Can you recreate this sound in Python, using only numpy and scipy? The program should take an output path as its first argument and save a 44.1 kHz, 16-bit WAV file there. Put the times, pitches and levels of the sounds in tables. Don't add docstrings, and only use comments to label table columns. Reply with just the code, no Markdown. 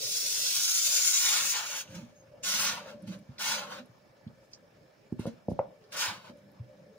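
import sys
import numpy as np
from scipy import signal
from scipy.fft import rfft, irfft, next_fast_len
from scipy.io import wavfile
from scipy.ndimage import uniform_filter1d

SR = 44100
rng = np.random.default_rng(int(sys.argv[2]) if len(sys.argv) > 2 else 0)


def to_wav(s):
    ch = np.atleast_2d(s).T
    pcm = np.round(np.clip(ch, -1, 1) * 32767)
    wavfile.write(sys.argv[1], SR, pcm.astype(np.int16))


def ratio_of_db(decibels):
    return 10 ** (np.asarray(decibels, float) / 20)


N = 307812


def evened(x):
    return x / np.sqrt(np.mean(x ** 2) + 1e-20)


def wander(size):
    return evened(uniform_filter1d(rng.standard_normal(N), size=size))


def read(points, hz):
    f, value = np.transpose(points)
    return np.interp(np.log(hz + 1), np.log(f + 1), value)


def add(mix, s, sound):
    part = mix[round(s * SR):][:len(sound)]
    part += sound[:len(part)]


def power_sum(levels_db):
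    return 10 * np.log10(sum(10 ** (np.maximum(db, -150) / 10) for db in levels_db))


def colour(x, gain_db):
    size = next_fast_len(x.shape[-1])
    gain = ratio_of_db(gain_db(np.fft.rfftfreq(size, 1 / SR)))
    return irfft(rfft(x, size) * gain, size)[..., :x.shape[-1]]


def resonate(x, hz, width):
    r = np.exp(-np.pi * width / SR)
    turn = 2 * np.pi * hz / SR
    return signal.lfilter([2 * (1 - r) * np.sin(turn)], [1, -2 * r * np.cos(turn), r * r], x)


def follow(x, hz, width):
    turn = np.exp(2j * np.pi * np.cumsum(hz) / SR)
    r = np.exp(-np.pi * width / SR)
    return 2 * (turn * signal.lfilter([1 - r], [1, -r], x / turn)).real


def turbulence(patchy_db, flicker_db, channels=1):
    frames = N // 128 + 6
    a, b, patches = rng.standard_normal((frames, 257, 3, channels)).T.swapaxes(0, 1)
    patches = uniform_filter1d(uniform_filter1d(patches, size=6, axis=1), size=22, axis=2)
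    patches = 2 * np.tanh(evened(patches) / 2)
    flicker = evened(uniform_filter1d(rng.standard_normal(frames), size=4))
    z = (a + 1j * b) * ratio_of_db(patchy_db * patches + flicker_db * flicker)
    return evened(signal.istft(z, nperseg=512, noverlap=384)[1][:, :N])


def nozzle():
    # (frequency [Hz], density [dB per Hz])
    jet_shape = [(1410, -64), (2400, -37), (2720, -16.5), (3220, -11), (3320, -6.5), (3890, -3.5),
                 (4360, -3), (5140, 1), (5550, 2.5), (6740, 1.5), (8200, -20), (10700, -44.5),
                 (18000, -120)]
    breadth_shape = [(740, -31), (1250, -13.5), (1420, -3.5), (1580, -6), (2020, -2.5), (2620, 1.5),
                     (3600, -3.5), (3900, -3.5), (4810, -6.5), (8140, -120)]
    gurgle_shape = [(360, -27.5), (620, -16), (826, -11.5), (1050, -7), (1200, -13), (1350, -11),
                    (1760, -11), (2970, -120)]
    fizz_shape = [(4410, -44.5), (7500, -3.5), (8070, -7.5), (9630, -4), (11800, -9.5), (13400, -9.5),
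                  (13800, -6), (14400, -8), (15100, 3.5), (16000, -16)]
    spray_shape = [(13000, -38.5), (14300, -6), (15200, -3.5), (16000, -10.5)]
    # (time [s], pitch [Hz], lift above the hiss [dB])
    singing = [(0, 4600, 3.5), (.5, 5750, -1.5), (.8, 7260, 9), (1.1, 7000, 12), (1.3, 6990, 8),
               (1.5, 6900, 11), (1.9, 6360, 18), (2.4, 6200, 5), (6.98, 6300, -1)]

    t = np.arange(N) / SR
    jet_db, open_db = squeeze()
    fizz_db = -8.5 - 0.0764 * open_db + 1.2 * wander(2500)
    fizz_db += 7 * np.clip(-0.5 + open_db / 12, 0, 1) * wander(500)
    flutter = uniform_filter1d(uniform_filter1d(rng.standard_normal(N), size=600), size=300)
    jet_db = jet_db + 0.9 * evened(flutter)
    gurgle_db = -5.5 + 2 * open_db
    level = ratio_of_db(jet_db + np.array([0 * t, open_db, gurgle_db, fizz_db, 0 * t - 27]))

    size_db = 0.73 * np.minimum(rng.exponential(1, N), 4)
    bursts = rng.random(N) < 900 / SR
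    bubbles = evened(bursts * rng.choice([-1, 1], N) * ratio_of_db(size_db))
    air = turbulence(patchy_db=.4, flicker_db=.45)[0] + 0.45 * bubbles
    shapes = (jet_shape, breadth_shape, gurgle_shape, fizz_shape, spray_shape)
    jet, *parts = [evened(colour(air, lambda hz: read(shape, hz))) for shape in shapes]

    s, hz, lift_db = np.transpose(singing)
    song = follow(jet, np.interp(t, s, hz), width=920)
    jet = jet + (ratio_of_db(np.interp(t, s, lift_db)) - 1) * song
    jet /= np.sqrt(uniform_filter1d(jet ** 2, size=12000))
    return (level * [jet, *parts]).sum(0)


def squeeze():
    # (time [s], pressure [dB], nozzle opening [dB])
    long_squeeze = [
        (0, -37.5, -16.5),
        (.3, -34, -14),
        (1.03, -28.5, -13.5),
        (1.2, -29, -12),
        (1.265, -28, -7.5),
        (1.295, -30.5, -8),
        (1.33, -29.5, -5),
        (1.42, -32.5, -4),
        (1.48, -34, -9),
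        (1.52, -30.5, -15.5),
    ]
    # (time [s], pressure [dB], nozzle opening [dB])
    sputter = [
        (1.522, -30.5, -8),
        (1.546, -35, -2.5),
        (1.65, -44, 1),
        (1.69, -41.5, -5.5),
        (1.744, -40.5, -2.5),
        (1.807, -41, -6),
        (1.87, -77, 6),
    ]
    # (valve opens [s], peak [s], hand lets go [s], peak level [dB], opening [dB])
    squirts = [
        (2.438, 2.486, 2.647, -31.5, -5.5),
        (2.593, 2.679, 2.668, -32, -2.5),
        (3.396, 3.492, 3.552, -36, -1.5),
        (5.97, 6.066, 6.013, -31.5, -1.5),
    ]
    # (loudest [s], pressure [dB], rise [s], fall [s], opening [dB])
    puffs = [(1.96, -58, 0.26, 0.21, 2), (1.955, -52, 0.027, 0.023, -1.5), (2.17, -78, 0.059, 0.23, -16),
             (2.904, -61, 0.3, 0.084, 6), (3.075, -59, 0.017, 0.17, 0.5), (3.14, -62, 0.16, 0.071, 5),
             (3.713, -54.5, 0.043, 0.14, 7), (3.789, -60.5, 0.61, 0.049, 7),
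             (3.414, -45.5, 0.026, 0.052, 7), (4.442, -78, 0.11, 0.11, -12),
             (4.52, -71.5, 0.026, 0.039, -7), (5.197, -60.5, 0.017, 0.15, 4.5),
             (5.267, -61, 0.015, 0.095, 3), (5.505, -67, .05, 0.072, -3), (5.842, -79, 0.057, 0.035, 0.5),
             (5.925, -47, 0.015, 0.11, -1), (5.947, -53.5, 0.039, 0.073, 14),
             (6.297, -67.5, 0.47, 0.049, 7), (6.382, -81, .1, 0.093, -2)]
    valve_s, first_share = 0.012, 0.3
    sag_db_per_s, let_go_db_per_s = 35, 185
    slack_per_db, slackest_db = 0.38, 6.5

    t = np.arange(0, N / SR + .002, .001)
    flows, opens = [], []
    for s, db, rise, fall, open_db in puffs:
        flows.append(db - 30 * np.maximum((s - t) / rise, (t - s) / fall))
        opens.append(open_db + 0 * t)
    for start, top, stop, top_db, open_db in squirts:
        swell = np.interp(t, [start - valve_s, start, top], [1e-3, first_share, 1], 1e-9)
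        lost_db = sag_db_per_s * np.maximum(t - top, 0) + let_go_db_per_s * np.maximum(t - stop, 0)
        flows.append(top_db + 20 * np.log10(swell) - lost_db)
        opens.append(np.minimum(open_db + slack_per_db * lost_db, slackest_db))
    s, long_db, open_db = np.transpose(long_squeeze + sputter)
    flows.append(np.interp(t, s, long_db, right=-150))
    opens.append(np.interp(t, s, open_db))

    total_db = power_sum(flows)
    shares = [10 ** ((np.maximum(db, -150) - total_db) / 10) for db in flows]
    mean_open_db = sum(share * opening for share, opening in zip(shares, opens))
    return [np.interp(np.arange(N) / SR, t, curve) for curve in (total_db, mean_open_db)]


def leaks():
    # (start [s], length [s], pitch [Hz], width [Hz], level [dB])
    whistles = [
        (2.139, 0.1, 6470, 118.4, -66.5),
    ]
    out = np.zeros(N)
    for s, length, hz, width, db in whistles:
        t = np.arange(0, length, 1 / SR)
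        noise = rng.standard_normal(9000)[:len(t)]
        tone = evened(resonate(resonate(noise, hz, width), hz, width))
        add(out, s, ratio_of_db(db) * np.sin(np.pi * t / length) * tone)
    return out


def pops():
    # (time [s], peak [dB], pitch [Hz], length [cycles], ring [dB])
    dents = [(.05, -54.5, 124.9, 2.6, -10.5), (1.9, -50, 112, 2.2, -8), (6.085, -50.5, 100, 2, -7),
             (2.029, -43.5, 183, 1.2, -1.5), (2.947, -52, 226, 1.3, 1.5), (3.076, -46, 200, 2.2, 1.5),
             (3.294, -41, 143, 1.36, -5.5), (3.804, -50.5, 236, 4.1, -5.5), (3.899, -53.5, 127, 2.6, -9),
             (4.269, -33, 168.5, 1.5, -14), (5.126, -21.5, 230, 1.22, -17), (5.196, -24, 214.5, 1, -10.5),
             (5.256, -25.5, 520, 0.68, 1), (5.262, -33.5, 520, 1.2, 7.5), (5.274, -25.5, 227, 1.6, -13),
             (5.4852, -21.5, 570, 1.7, -7.5), (5.487, -20, 222, 1.2, -13.5), (5.517, -24.5, 480, 1, -8),
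             (5.52, -22.5, 160, 1.4, -20), (5.5925, -15.5, 700, 1.96, -11), (5.6, -23.5, 569, 4.4, -10),
             (5.595, -35, 148, 1.7, -13), (5.5923, -31.5, 1130, 2.7, -23), (5.594, -40, 2300, 2.7, -30),
             (6.301, -43.5, 260, 2.5, -11), (6.601, -42.5, 114, 1.34, -4.5), (6.61, -42.5, 115, 1.26, -19)]
    # (frequency [Hz], level [dB], t60 [s])
    ring = [(125.3, 7, 0.13), (200, -13, 0.085), (241, 4.5, 0.12), (417, -20, 0.18), (520, -13.5, 0.22),
            (579.5, -4, 0.087), (697, -13.5, 0.099)]
    out, t = np.zeros(N), np.arange(12000)[:, None] / SR
    modes_hz, modes_db, t60 = np.transpose(ring)
    u = np.arange(-800, 800) / SR
    grips = rng.standard_normal((len(dents), 2, len(ring)))
    for (s, db, hz, cycles, ring_db), (detune, relevel) in zip(dents, grips):
        tuned_hz = modes_hz * (1 + 0.0392 * detune)
        decay = ratio_of_db(modes_db + 2.0 * relevel - 60 * t / t60)
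        body = (decay * np.sin(2 * np.pi * tuned_hz * t) * tuned_hz).sum(1) * 1.72 / SR
        flip = np.exp(-(2.64 * u * hz / cycles) ** 2) * np.cos(2 * np.pi * hz * u + 0.34)
        sound = ratio_of_db(ring_db) * signal.fftconvolve(flip, body)
        add(sound, 0, flip)
        add(out, s + u[0], ratio_of_db(db) * sound)
    return out


def spits():
    # (time [s], peak [dB], pitch [Hz], t60 [s])
    froth = [(5.84, -65, 4500, .08), (1.874, -53.5, 2750, 0.037), (1.953, -45, 6300, 0.013),
             (2.434, -39, 6400, 0.12), (2.434, -44, 3000, .08), (3.382, -43, 4460, 0.08),
             (3.382, -48, 2200, .05), (2.912, -60, 5500, .02), (4.211, -57, 700, .04),
             (5.123, -52, 800, .03), (5.191, -52, 800, .04), (5.708, -55, 600, .05), (2.347, -53, 600, .1),
             (4.275, -62, 3570, 0.04), (4.6544, -72, 5500, 0.02), (5.9223, -51, 2240, 0.04),
             (5.924, -50, 5000, .04)]
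    # (time [s], peak [dB], pitch [Hz], t60 [s])
    ticks = [(3.022, -66, 9590, 0.03), (3.072, -66, 9800, .04), (3.19, -66, 10000, .015),
             (3.858, -66, 6500, .012), (3.916, -70, 15000, .015), (5.193, -65, 9300, .12),
             (5.264, -64, 9500, .1), (5.5, -72, 9500, .06), (5.526, -70, 11000, .03),
             (5.592, -66, 6000, .015), (5.126, -70, 9500, .015), (3.8581, -62, 11200, 0.01),
             (3.9854, -71, 14000, 0.012), (5.1238, -62, 14800, 0.012), (6.3719, -72, 10060, 0.013),
             (6.5166, -61, 13500, 0.01)]
    # (time [s], peak [dB], pitch [Hz], t60 [s])
    cracks = [
        (4.535, -58, 3100, 0.018),
        (4.533, -43, 5300, 0.035),
        (4.545, -53, 5400, 0.07),
        (5.592, -52, 1250, 0.15),
        (5.592, -56, 2300, 0.03),
        (5.592, -58, 2000, .12),
    ]
    events = froth + ticks + cracks
    out, t = np.zeros(N), np.arange(6000) / SR
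    for (s, db, hz, t60), noise in zip(events, rng.standard_normal((len(events), len(t)))):
        puff = evened(colour(noise, lambda f: np.maximum(-70 * np.log2((f + 1) / hz) ** 2, -60)))
        onset = np.minimum(t / 0.00067, 1)
        add(out, s, ratio_of_db(db + 3 - 60 * t / max(t60, .005)) * puff * onset)
    return out


def shaking():
    # (middle [s], length [s], wall rumble [dB], tub drone [dB])
    flexes = [(0, 0.45, -70, -53.5), (0.266, 0.18, -67, -56), (0.472, 0.31, -71.5, -58),
              (0.941, 0.53, -83, -58), (1.433, 0.22, -58, -57.5), (1.75, 0.22, -83, -56.5),
              (1.969, 0.21, -44.5, -53.5), (2.393, 1, -93, -58.5), (2.65, 0.68, -53, -55),
              (2.882, 0.4, -58.5, -48.5), (3.111, 0.29, -42, -53.5), (3.625, 0.62, -53.5, -51.5),
              (3.78, 0.12, -61, -51), (5.241, 0.14, -69, -51), (5.512, 0.12, -55, -74),
              (5.666, 0.33, -59, -55), (5.964, 0.14, -56.5, -49), (6.136, 0.19, -53, -60),
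              (6.303, 0.23, -56, -53.5), (6.5, 0.34, -59, -78), (6.822, 0.45, -59.5, -59.5)]
    # (middle [s], length [s], level [dB])
    groans = [
        (0.046, 0.62, -60),
        (0.29, 0.38, -61.5),
        (2.11, 0.17, -70),
        (5.052, 0.14, -64),
        (5.843, 0.27, -61.5),
        (6.944, 0.21, -65),
    ]
    # (frequency [Hz], width [Hz], level [dB])
    wall_modes = [(115, 6.3, 7.5), (200, 51, 22), (284.7, 72, 13.5), (420, 45, -16)]
    drone_modes = [(541, 48, 0.5), (581.3, 57, 2)]
    groan_modes = [(438, 53, 0)]

    def arch(middle, length):
        return -24.5 * (2 * (t - middle) / length) ** 2

    t, out = np.arange(0, N / SR + .01, .005), np.zeros((2, N))
    wall = ratio_of_db(power_sum([-80.5] + [db + arch(s, length) for s, length, db, _ in flexes]))
    drone = ratio_of_db(power_sum([-66] + [db + arch(s, length) for s, length, _, db in flexes]))
    groan = ratio_of_db(power_sum([db + arch(s, length) for s, length, db in groans]))
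    for modes, level, apart, lumpy_db in ((wall_modes, wall, .15, 1.5), (drone_modes, drone, .35, 2.5),
                                          (groan_modes, groan, .3, 2.5)):
        common, left, right = rng.standard_normal((3, N))
        drive = ratio_of_db(lumpy_db * wander(900)) * (common + apart * np.array([left, right]))
        tone = sum(ratio_of_db(g) * resonate(resonate(drive, hz, w), hz, w) / np.sqrt(w) for hz, w, g in modes)
        out += np.interp(np.arange(N) / SR, t, level) * evened(tone)
    return out


def tub(x):
    # (frequency [Hz], width [Hz], lift [dB])
    air_modes = [(874, 110, 4.5), (1127, 58, 4), (1460, 60, 4.5), (1718, 85, -4.5), (2170, 89, 3.5),
                 (2698, 90, 0.5), (3150, 170, 1.5), (3890, 89, 4), (4600, 93, 3.5), (5250, 60, 5),
                 (5630, 36, 5), (6380, 90, 0.5)]
    return colour(x, lambda f: sum(db / (1 + (2 * (f - hz) / width) ** 2) for hz, width, db in air_modes))


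def sink(x, t60, wet_db, hop):
    padded, out = np.pad(x, (hop, 2 * hop)), np.zeros((2, N + 4 * hop + 9040))
    fade = np.sin(np.pi * np.arange(2 * hop) / (2 * hop))
    for start in range(0, N + hop, hop):
        piece = padded[start:start + 2 * hop] * fade
        part = signal.fftconvolve(piece[None], paths(t60, wet_db), axes=1)
        out[:, start:start + part.shape[1]] += part
    return out[:, hop + 128:hop + 128 + N]


def paths(t60, wet_db):
    at = np.arange(12, 9000, 20) + rng.integers(0, 20, (2, 450))
    taps = np.zeros((2, 9040))
    np.put_along_axis(taps, at, rng.choice([-1., 1.], at.shape), 1)
    taps *= ratio_of_db(-60 * np.arange(9040) / SR / t60)
    taps *= ratio_of_db(wet_db) / np.linalg.norm(taps, axis=1, keepdims=True)
    taps[0, 0] = taps[1, 4] = 1
    comb = rfft(taps, 16384)
    broad = np.sqrt(uniform_filter1d(abs(comb) ** 2, size=28, axis=1))
    return np.roll(irfft(comb / broad), 128, axis=1)[:, :9040]


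def kitchen():
    # (frequency [Hz], density [dB per Hz])
    room = [(24, -47), (40, -5), (85, -17), (108, -5.5), (216, -11), (257, -12.5), (431, -13), (512, -16.5),
            (571, -12.5), (693, -14.5), (1650, -23.5), (2280, -26), (3510, -29.5), (5290, -32.5),
            (7000, -35), (9100, -77), (15400, -120)]
    # (frequency [Hz], left-right likeness [0-1])
    likeness = [(60, 0.72), (180, 0.91), (550, 0.16), (1650, 0), (4970, 0.35), (15000, 0.019)]
    # (frequency [Hz], width [Hz], level [dB])
    whine_bands = [(1740, 65, -77), (2300, 49, -79.5), (5220, 70, -81)]

    def same(hz):
        return np.clip(read(likeness, hz), .01, .99)

    common, other = turbulence(patchy_db=3.5, flicker_db=1.0, channels=2)
    right = colour(common, lambda hz: 20 * np.log10(same(hz)))
    right = right + colour(other, lambda hz: 10 * np.log10(1 - same(hz) ** 2))
    hum = evened(colour(np.array([common, right]), lambda hz: read(room, hz)))
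    whines = sum(ratio_of_db(db) * evened(resonate(rng.standard_normal((2, N)), hz, width))
                 for hz, width, db in whine_bands)
    return ratio_of_db(-62) * hum + whines


def scene():
    hop = 9000
    hiss = ratio_of_db(1.5) * sink(tub(nozzle()) + leaks(), t60=0.051, wet_db=4.0, hop=hop // 2)
    hiss += signal.oaconvolve(spits()[None], paths(t60=.03, wet_db=-2), axes=1)[:, 128:128 + N]
    knocks = sink(pops(), t60=0.29, wet_db=-7.5, hop=hop)
    knocks = signal.sosfilt(signal.butter(2, 65, "high", fs=SR, output="sos"), knocks)
    return hiss + knocks * ratio_of_db(np.array([[-.3], [.3]])) + shaking() + kitchen()


def low_pass(x):
    return signal.sosfilt(signal.butter(12, 17100, fs=SR, output="sos"), x)


def record(dry):
    # (frequency [Hz], gain on the ports' difference [dB])
    bass_side = [(60, -4.5), (130, -4.5), (250, -0.5), (600, 1.5), (1200, -1)]
    # (frequency [Hz], left minus right [dB])
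    port_tilt = [(60, 0.5), (99, 2.5), (160, -3), (270, -3), (450, 3.5), (740, -1.5), (1220, 1.5),
                 (2010, -1), (3330, 1.5), (5500, -5.5), (9080, 16), (15000, 5.5)]
    # (frequency [Hz], density [dB per Hz])
    self_noise = [(4120, -33.5), (7000, -18.5), (8090, -2.5), (8830, -8), (12600, -6), (13500, -19),
                  (14300, -5.5), (15100, -3), (16000, -8.5)]
    side = (dry[0] - dry[1]) / 2
    dry = dry + np.array([[1], [-1]]) * (colour(side, lambda hz: read(bass_side, hz)) - side)
    left = colour(dry[0], lambda hz: .5 * read(port_tilt, hz))
    right = colour(dry[1], lambda hz: -.5 * read(port_tilt, hz))
    low_cut = signal.butter(3, 63.4, "high", fs=SR, output="sos")
    ports = signal.sosfilt(low_cut, np.array([left, right]))
    hiss = evened(colour(rng.standard_normal((2, N)), lambda hz: read(self_noise, hz)))
    ports = ports + ratio_of_db(-80.5) * hiss
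    band_limit = signal.firwin(511, 15800, window=("kaiser", 9), fs=SR)
    limited = signal.oaconvolve(ports, band_limit[None], "same")
    return low_pass(limited)


dry = scene()
out = record(dry)
to_wav(out)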